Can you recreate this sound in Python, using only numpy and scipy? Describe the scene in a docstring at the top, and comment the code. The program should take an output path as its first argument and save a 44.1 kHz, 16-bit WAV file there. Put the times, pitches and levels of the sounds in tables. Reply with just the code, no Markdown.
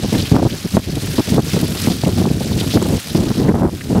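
"""Mountain bike tyres on a wet, slushy forest track, heard from a bike riding behind.
The tread throws a spray of drops that hisses and crackles, flicks wet grit and now and then squelches
through slush. Headwind rumbles loudly on the moving microphone in gusts, with single eddies thumping
on the port; a limiter ducks everything after the hardest hits."""
import sys
import numpy as np
from scipy import signal
from scipy.fft import rfft, irfft
from scipy.io import wavfile
from scipy.ndimage import uniform_filter1d

SR = 44100
rng = np.random.default_rng(int(sys.argv[2]) if len(sys.argv) > 2 else 0)


def transcribe(signal):
    """Save signal, clipped to [-1, 1], as a 16-bit WAV file at the path in sys.argv[1]."""
    frames = np.atleast_2d(signal).T
    limited = np.clip(frames, -1, 1)
    pcm = np.round(limited * 32767).astype(np.int16)
    wavfile.write(sys.argv[1], SR, pcm)


N = 176400
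TIME = np.arange(N) / SR


def from_db(db):
    """Decibels to gain."""
    return 10 ** (np.asarray(db) / 20)


def unit_power(x):
    """Normalise to an RMS of one."""
    return x / np.sqrt(np.mean(x ** 2) + 1e-20)


def automation(points):
    """A fader ride: straight lines between (seconds, value) points."""
    return np.interp(TIME, *np.transpose(points))


def coloured(x, curve):
    """EQ with a (Hz, dB) curve, falling 12 dB per octave past its ends; unit power."""
    hz, db = np.transpose(curve)
    log_hz = np.log(np.maximum(np.arange(N // 2 + 1) * SR / N, 1))
    beyond = np.maximum(np.log(hz[0]) - log_hz, 0) + np.maximum(log_hz - np.log(hz[-1]), 0)
    gain = from_db(np.interp(log_hz, np.log(hz), db)) * np.exp(-2 * beyond)
    return unit_power(irfft(rfft(x) * gain, N))


def band_around(x, hz, width):
    """Band-pass around a pitch, the width roughly a share of that pitch; unit power."""
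    edges = np.clip(hz * np.exp(np.array([-.5, .5]) * width), 20, SR / 2 - 10)
    return unit_power(signal.sosfilt(signal.butter(2, edges, "band", fs=SR, output="sos"), x))


def drift(rate_hz):
    """Smooth random modulation with a spread of one."""
    hop, run_in = 40, 2000
    pole = np.exp(-2 * np.pi * rate_hz * hop / SR)
    noise = rng.standard_normal(N // hop + run_in + 2)
    slow = signal.lfilter([1], [1, -2 * pole, pole * pole], noise)[run_in:]
    return np.interp(np.arange(N) / hop, np.arange(len(slow)), unit_power(slow))


def grains(per_s, spread_db):
    """Random clicks, many small and a few large; unit power."""
    sizes = from_db(spread_db * np.minimum(rng.exponential(1, N), 4.5)) * rng.choice([-1, 1], N)
    return unit_power(sizes * (rng.random(N) < per_s / SR))


def swell(start, length, attack_s, release_s):
    """Envelope with a linear attack, a hold and an exponential release."""
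    rise = np.clip((TIME - start) / attack_s + .5, 0, 1)
    fall = np.exp(-np.clip((TIME - start - length) / release_s, 0, 20))
    return rise * fall


def turbulence(source, colour, window_s=0.0167, evenness=0.75):
    """Lumpy air pressure, levelled to a fairly steady strength."""
    pressure = coloured(source, colour)
    power = uniform_filter1d(pressure ** 2, int(window_s * SR)) + 1e-4
    return unit_power(pressure / power ** (evenness / 2))


def headwind():
    """Air streaming over the moving microphone: a low rumble that comes in short puffs."""
    # Strength of the wind bed. Each row: time in seconds, level in dB before trim and puffs.
    strength = [(0, -20), (.22, -18), (.3, -25), (.5, -16.5), (.61, -28), (.71, -29.5), (.82, -21),
                (.9, -20), (1.12, -21), (1.25, -34.5), (1.3, -19), (1.7, -20), (1.8, -20.5), (1.94, -23),
                (1.99, -25.5), (2.1, -17), (2.5, -20), (2.66, -15), (2.71, -23), (2.95, -14), (3.03, -32.5),
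                (3.11, -25), (3.2, -19), (3.68, -20.5), (3.76, -22), (3.81, -29.5), (3.88, -25), (4, -13)]
    # Tone of the rumble. Each row: frequency in Hz, relative level in dB.
    colour = [(25, -24), (50, -5), (100, 4.5), (200, 1), (300, -3), (450, -12.5), (700, -23), (1200, -38),
              (2500, -51)]
    trim_db = -3.5
    puffs_db = 5.5 * np.minimum(drift(rate_hz=25.5), 1)
    level = from_db(automation(strength) + trim_db + puffs_db)
    return level * turbulence(rng.standard_normal(N), colour)


def gusts():
    """Gusts buffet the microphone: low blasts with a ragged flutter on top."""
    # Each row: start in seconds, length in seconds, body and flutter levels in dB before their trims.
    blasts = [(.028, 0.033, -13.5, -31), (0.123, 0.037, -10.5, -28), (.166, .044, -16.5, -36),
              (0.316, 0.023, -4.5, -29), (0.342, 0.028, -2.5, -11.5), (0.377, 0.029, -9.5, -17),
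              (0.418, 0.021, -5.5, -21), (0.451, 0.021, -4, -18.5), (0.644, 0.021, -14.5, -50),
              (.738, 0.022, -12, -29), (0.768, 0.01, -3.5, -12), (0.792, 0.005, -10, -30),
              (0.968, 0.013, -14.5, -35), (1.181, 0.024, -8, -20), (1.276, 0.012, -13.5, -42),
              (1.321, 0.052, -12, -28), (1.375, 0.025, -7.5, -19.5), (1.534, 0.017, -10, -30.5),
              (1.564, 0.014, -9.5, -21.5), (1.626, 0.02, -12, -29), (1.75, 0.014, -25, -26),
              (1.846, 0.015, -16.5, -48), (1.871, 0.014, -10, -21), (1.899, 0.023, -12, -28),
              (2.034, 0.013, -10, -31), (2.062, 0.034, -12, -24), (2.175, 0.014, -13.5, -28),
              (2.199, 0.027, -10.5, -27), (2.241, 0.04, -11.5, -30.5), (2.302, 0.013, -9.5, -31.5),
              (2.409, 0.0089, -13.5, -25.5), (2.445, 0.025, -17, -50), (2.51, 0.011, -14, -24.5),
              (2.558, 0.038, -18, -36), (2.611, 0.034, -16.5, -29), (2.737, .016, -9.5, -28),
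              (2.755, 0.027, -4, -21), (2.796, 0.018, -14, -31), (2.816, .015, -10, -19),
              (2.852, 0.016, -14, -22), (2.879, 0.036, -15, -27), (2.922, 0.022, -10.5, -30),
              (2.947, 0.035, -15.5, -34), (3.148, 0.01, -3.5, -21), (3.165, 0.079, -14, -32),
              (3.257, 0.026, -18, -29), (3.304, 0.015, -11.5, -25), (3.37, 0.049, -11.5, -32),
              (3.4, 0.044, -14, -28.5), (3.446, 0.028, -11, -26), (3.481, 0.041, -7, -21),
              (3.538, .026, -10, -18.5), (3.57, 0.034, -16, -25), (3.61, 0.058, -9.5, -20.5),
              (3.673, 0.021, -20, -28), (3.899, 0.037, -10, -33), (3.949, 0.041, -9, -22.5)]
    # Tone of the body and of the flutter. Each row: frequency in Hz, relative level in dB.
    body_colour = [(25, -20), (50, -11.5), (90, -3), (180, 2), (280, -2.5), (420, -9.5), (650, -21.5),
                   (1000, -33), (1600, -81)]
    flutter_colour = [(200, -34), (400, 2.5), (650, 2), (1000, -4.5), (1500, -14), (2200, -27), (3500, -53)]
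    body_trim_db, flutter_trim_db = -2, -1.5
    body_level, flutter_level = np.zeros(N), np.zeros(N)
    for start, length, body_db, flutter_db in blasts:
        shape = swell(start, length, attack_s=0.0027, release_s=0.0032)
        body_level = np.maximum(body_level, from_db(body_db + body_trim_db) * shape)
        flutter_level = np.maximum(flutter_level, from_db(flutter_db + flutter_trim_db) * shape)
    body = turbulence(rng.standard_normal(N), body_colour)
    flutter = turbulence(grains(per_s=900, spread_db=3.5), flutter_colour)
    return body_level * body + flutter_level * flutter


def eddies():
    """Each vortex thumps on the microphone port: a dip of pressure between two soft shoulders."""
    # Each row: time in seconds, peak in dB before the trim, half width in seconds.
    thumps = [(.323, 1, 0.0022), (0.34, 0.5, 0.00072), (0.365, 1.5, 0.00028), (0.429, -1, 0.00043),
              (0.75, -7.5, 0.0014), (0.77, -2.5, 0.00048), (1.188, -1.5, .0008), (1.324, -1, 0.0014),
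              (1.346, 1, 0.0012), (1.383, -3, 0.00039), (1.395, -3, 0.00078), (1.631, -7, 0.00058),
              (1.876, -6.5, 0.0014), (2.037, -4, 0.00045), (2.075, -3.5, 0.00066), (2.256, -7, 0.00033),
              (2.408, -10.5, 0.0005), (2.759, 0, .001), (2.774, -4, 0.00019), (3.154, -2.5, 0.00082),
              (3.402, -10, .0007), (3.494, -2, 0.00062)]
    trim_db = -0.5
    pressure = np.zeros(N)
    for centre, db, half_width in thumps:
        offset_squared = np.minimum(((TIME - centre) / half_width) ** 2, 100)
        pressure -= from_db(db + trim_db) * (1 - offset_squared) * np.exp(-offset_squared / 2)
    return pressure


def grit():
    """Wet grit flicked by the tread: bright ticks that die within milliseconds."""
    # Each row: start in seconds, level in dB, centre frequency in Hz.
    flicks = [(.955, -30, 7900), (1.06, -26.5, 10000), (1.303, -25, 7500), (1.68, -25, 9200),
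              (1.706, -27, 9000), (1.801, -28, 11000), (1.82, -25, 9500), (1.906, -29, 6940),
              (2.081, -29, 8900), (2.459, -28, 6060), (2.969, -27, 7300), (2.999, -28, 10000)]
    noise = rng.standard_normal(N)
    ticks = np.zeros(N)
    for start, db, hz in flicks:
        shape = swell(start, length=0.0011, attack_s=0.0006, release_s=0.0024)
        ticks += from_db(db) * band_around(noise, hz, width=0.58) * shape
    return ticks


def droplets(crackle_share=0.49):
    """Countless fine drops merge into hiss; the larger ones crackle."""
    crackle = grains(per_s=3500, spread_db=5.5)
    hiss = rng.standard_normal(N)
    return np.sqrt(crackle_share) * crackle + np.sqrt(1 - crackle_share) * hiss


def slush():
    """Slush squeezed from under a tyre: short wet spurts, each a burst of drops around its own pitch."""
    # Each row: start in seconds, length in seconds, level in dB, centre frequency in Hz.
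    squelches = [(0.14, 0.014, -30, 2140), (0.18, 0.025, -28, 3600), (0.22, 0.0064, -25, 4340),
                 (0.254, 0.011, -28.5, 2860), (.505, 0.0088, -29.5, 3268), (.525, 0.0064, -31, 3400),
                 (0.954, 0.0067, -29.5, 3620), (1.667, 0.0063, -29, 4200), (1.773, 0.011, -29, 3800),
                 (1.901, 0.024, -29.5, 4140), (2.047, 0.01, -31, 2450), (2.53, 0.01, -27.5, 4060),
                 (2.587, 0.0062, -25, 4030), (2.599, .016, -25, 3860), (2.705, 0.029, -26.5, 3440),
                 (2.726, 0.047, -28, 4360), (2.993, 0.0074, -28, 2180), (3.482, 0.017, -28, 1670),
                 (3.806, 0.013, -31.5, 1900)]
    drops = droplets()
    spurts = np.zeros(N)
    for start, length, db, hz in squelches:
        shape = swell(start, length, attack_s=0.0017, release_s=0.0017)
        spurts += from_db(db) * band_around(drops, hz, width=0.45) * shape
    return spurts


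def patchy_drops(flicker_db=1.5):
    """Drops of different sizes come in separate clumps, so each band flickers by itself."""
    clumps = np.zeros(N)
    edges_hz = np.geomspace(500, 19000, num=11)
    for band in zip(edges_hz, edges_hz[1:]):
        drops = signal.sosfilt(signal.butter(2, band, "band", fs=SR, output="sos"), droplets())
        clumps += from_db(flicker_db * drift(rate_hz=37)) * drops
    return clumps


def tyre_spray(spatters_per_s=33, spatter_decay_s=0.0032):
    """The tread throws water unevenly, with sudden spatters: coarse spray and a finer treble mist."""
    # Water thrown by the tyres. Each row: time in seconds, base level in dB.
    water = [(0, -31.5), (.1, -30), (.2, -27.5), (.25, -31.5), (.31, -29.5), (.35, -29), (.55, -31.5),
             (.7, -34), (.74, -28.5), (.8, -33), (.92, -34), (1.08, -31), (1.18, -29.5), (1.24, -32),
             (1.3, -27), (1.39, -36), (1.5, -27.5), (1.71, -31.5), (1.82, -26), (1.92, -30.5), (2.0, -33.5),
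             (2.04, -30.5), (2.14, -33.5), (2.19, -29.5), (2.27, -35), (2.5, -32.5), (2.75, -29.5),
             (2.82, -30), (2.96, -31.5), (3.25, -32.5), (3.39, -32), (3.5, -39), (3.67, -44), (3.73, -38.5),
             (4, -37.5)]
    # Mist riding on that flow. Each row: time in seconds, offset in dB before the trim.
    mist_balance = [(0, -3.5), (.2, -2), (.5, -2), (.75, 0.5), (.9, -3), (1.07, 1), (1.2, -0.5),
                    (1.55, -0.5), (1.8, 0), (2.1, -1), (2.45, -0.5), (2.72, 0.5), (2.85, 0.5), (3.1, -1),
                    (3.4, -2), (3.6, 1.5), (3.85, 0), (4, 1)]
    # Tone of the spray and of the mist. Each row: frequency in Hz, relative level in dB.
    spray_colour = [(400, 2), (900, -5.5), (1500, -1), (2200, -1.5), (3200, 0.5), (4300, 1.5), (5300, 0),
                    (6500, -5.5), (9000, -22), (15000, -45)]
    mist_colour = [(3500, -26), (6000, -0.5), (8000, 1), (11000, -.5), (13500, -3.5), (16000, -8.5)]
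    spray_trim_db, mist_trim_db = -0.5, -4.5
    throws = (rng.random(N) < spatters_per_s / SR) * rng.random(N)
    spatters_db = 6.5 * signal.lfilter([1], [1, -np.exp(-1 / (spatter_decay_s * SR))], throws)
    flicker_db = 1.48 * drift(rate_hz=82)
    flow = from_db(automation(water) + flicker_db + spatters_db)
    spray = from_db(spray_trim_db) * coloured(patchy_drops(), spray_colour)
    mist = from_db(automation(mist_balance) + mist_trim_db) * coloured(patchy_drops(), mist_colour)
    return flow * (spray + mist)


def scene():
    """Wind on the microphone over the tyres on the track, in mono."""
    wind = headwind() + gusts() + eddies()
    tyres = tyre_spray() + slush() + grit()
    return (wind + tyres)[None]


def record(dry):
    """Low cut, a limiter that ducks after peaks and recovers slowly, soft clipping and a steep high cut."""
    low_cut_hz, high_cut_hz = 32, 15700
    threshold_db, attack_s, recovery_db_per_s = -1, 0.0022, 27
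    dry = signal.sosfilt(signal.butter(2, low_cut_hz, "high", fs=SR, output="sos"), dry)
    over_db = np.maximum(20 * np.log10(np.abs(dry[0]) + 1e-9) - threshold_db, 0)
    recovery_db = recovery_db_per_s * TIME
    held_db = np.maximum.accumulate(over_db + recovery_db) - recovery_db
    pole = np.exp(-1 / (attack_s * SR))
    duck_db = signal.lfilter([1 - pole], [1, -pole], held_db)
    limited = dry * from_db(-duck_db)
    rounded = limited / (1 + limited ** 8) ** (1 / 8)
    return signal.sosfilt(signal.ellip(12, .1, 90, high_cut_hz, fs=SR, output="sos"), rounded)


dry = scene()
out = record(dry)
transcribe(out)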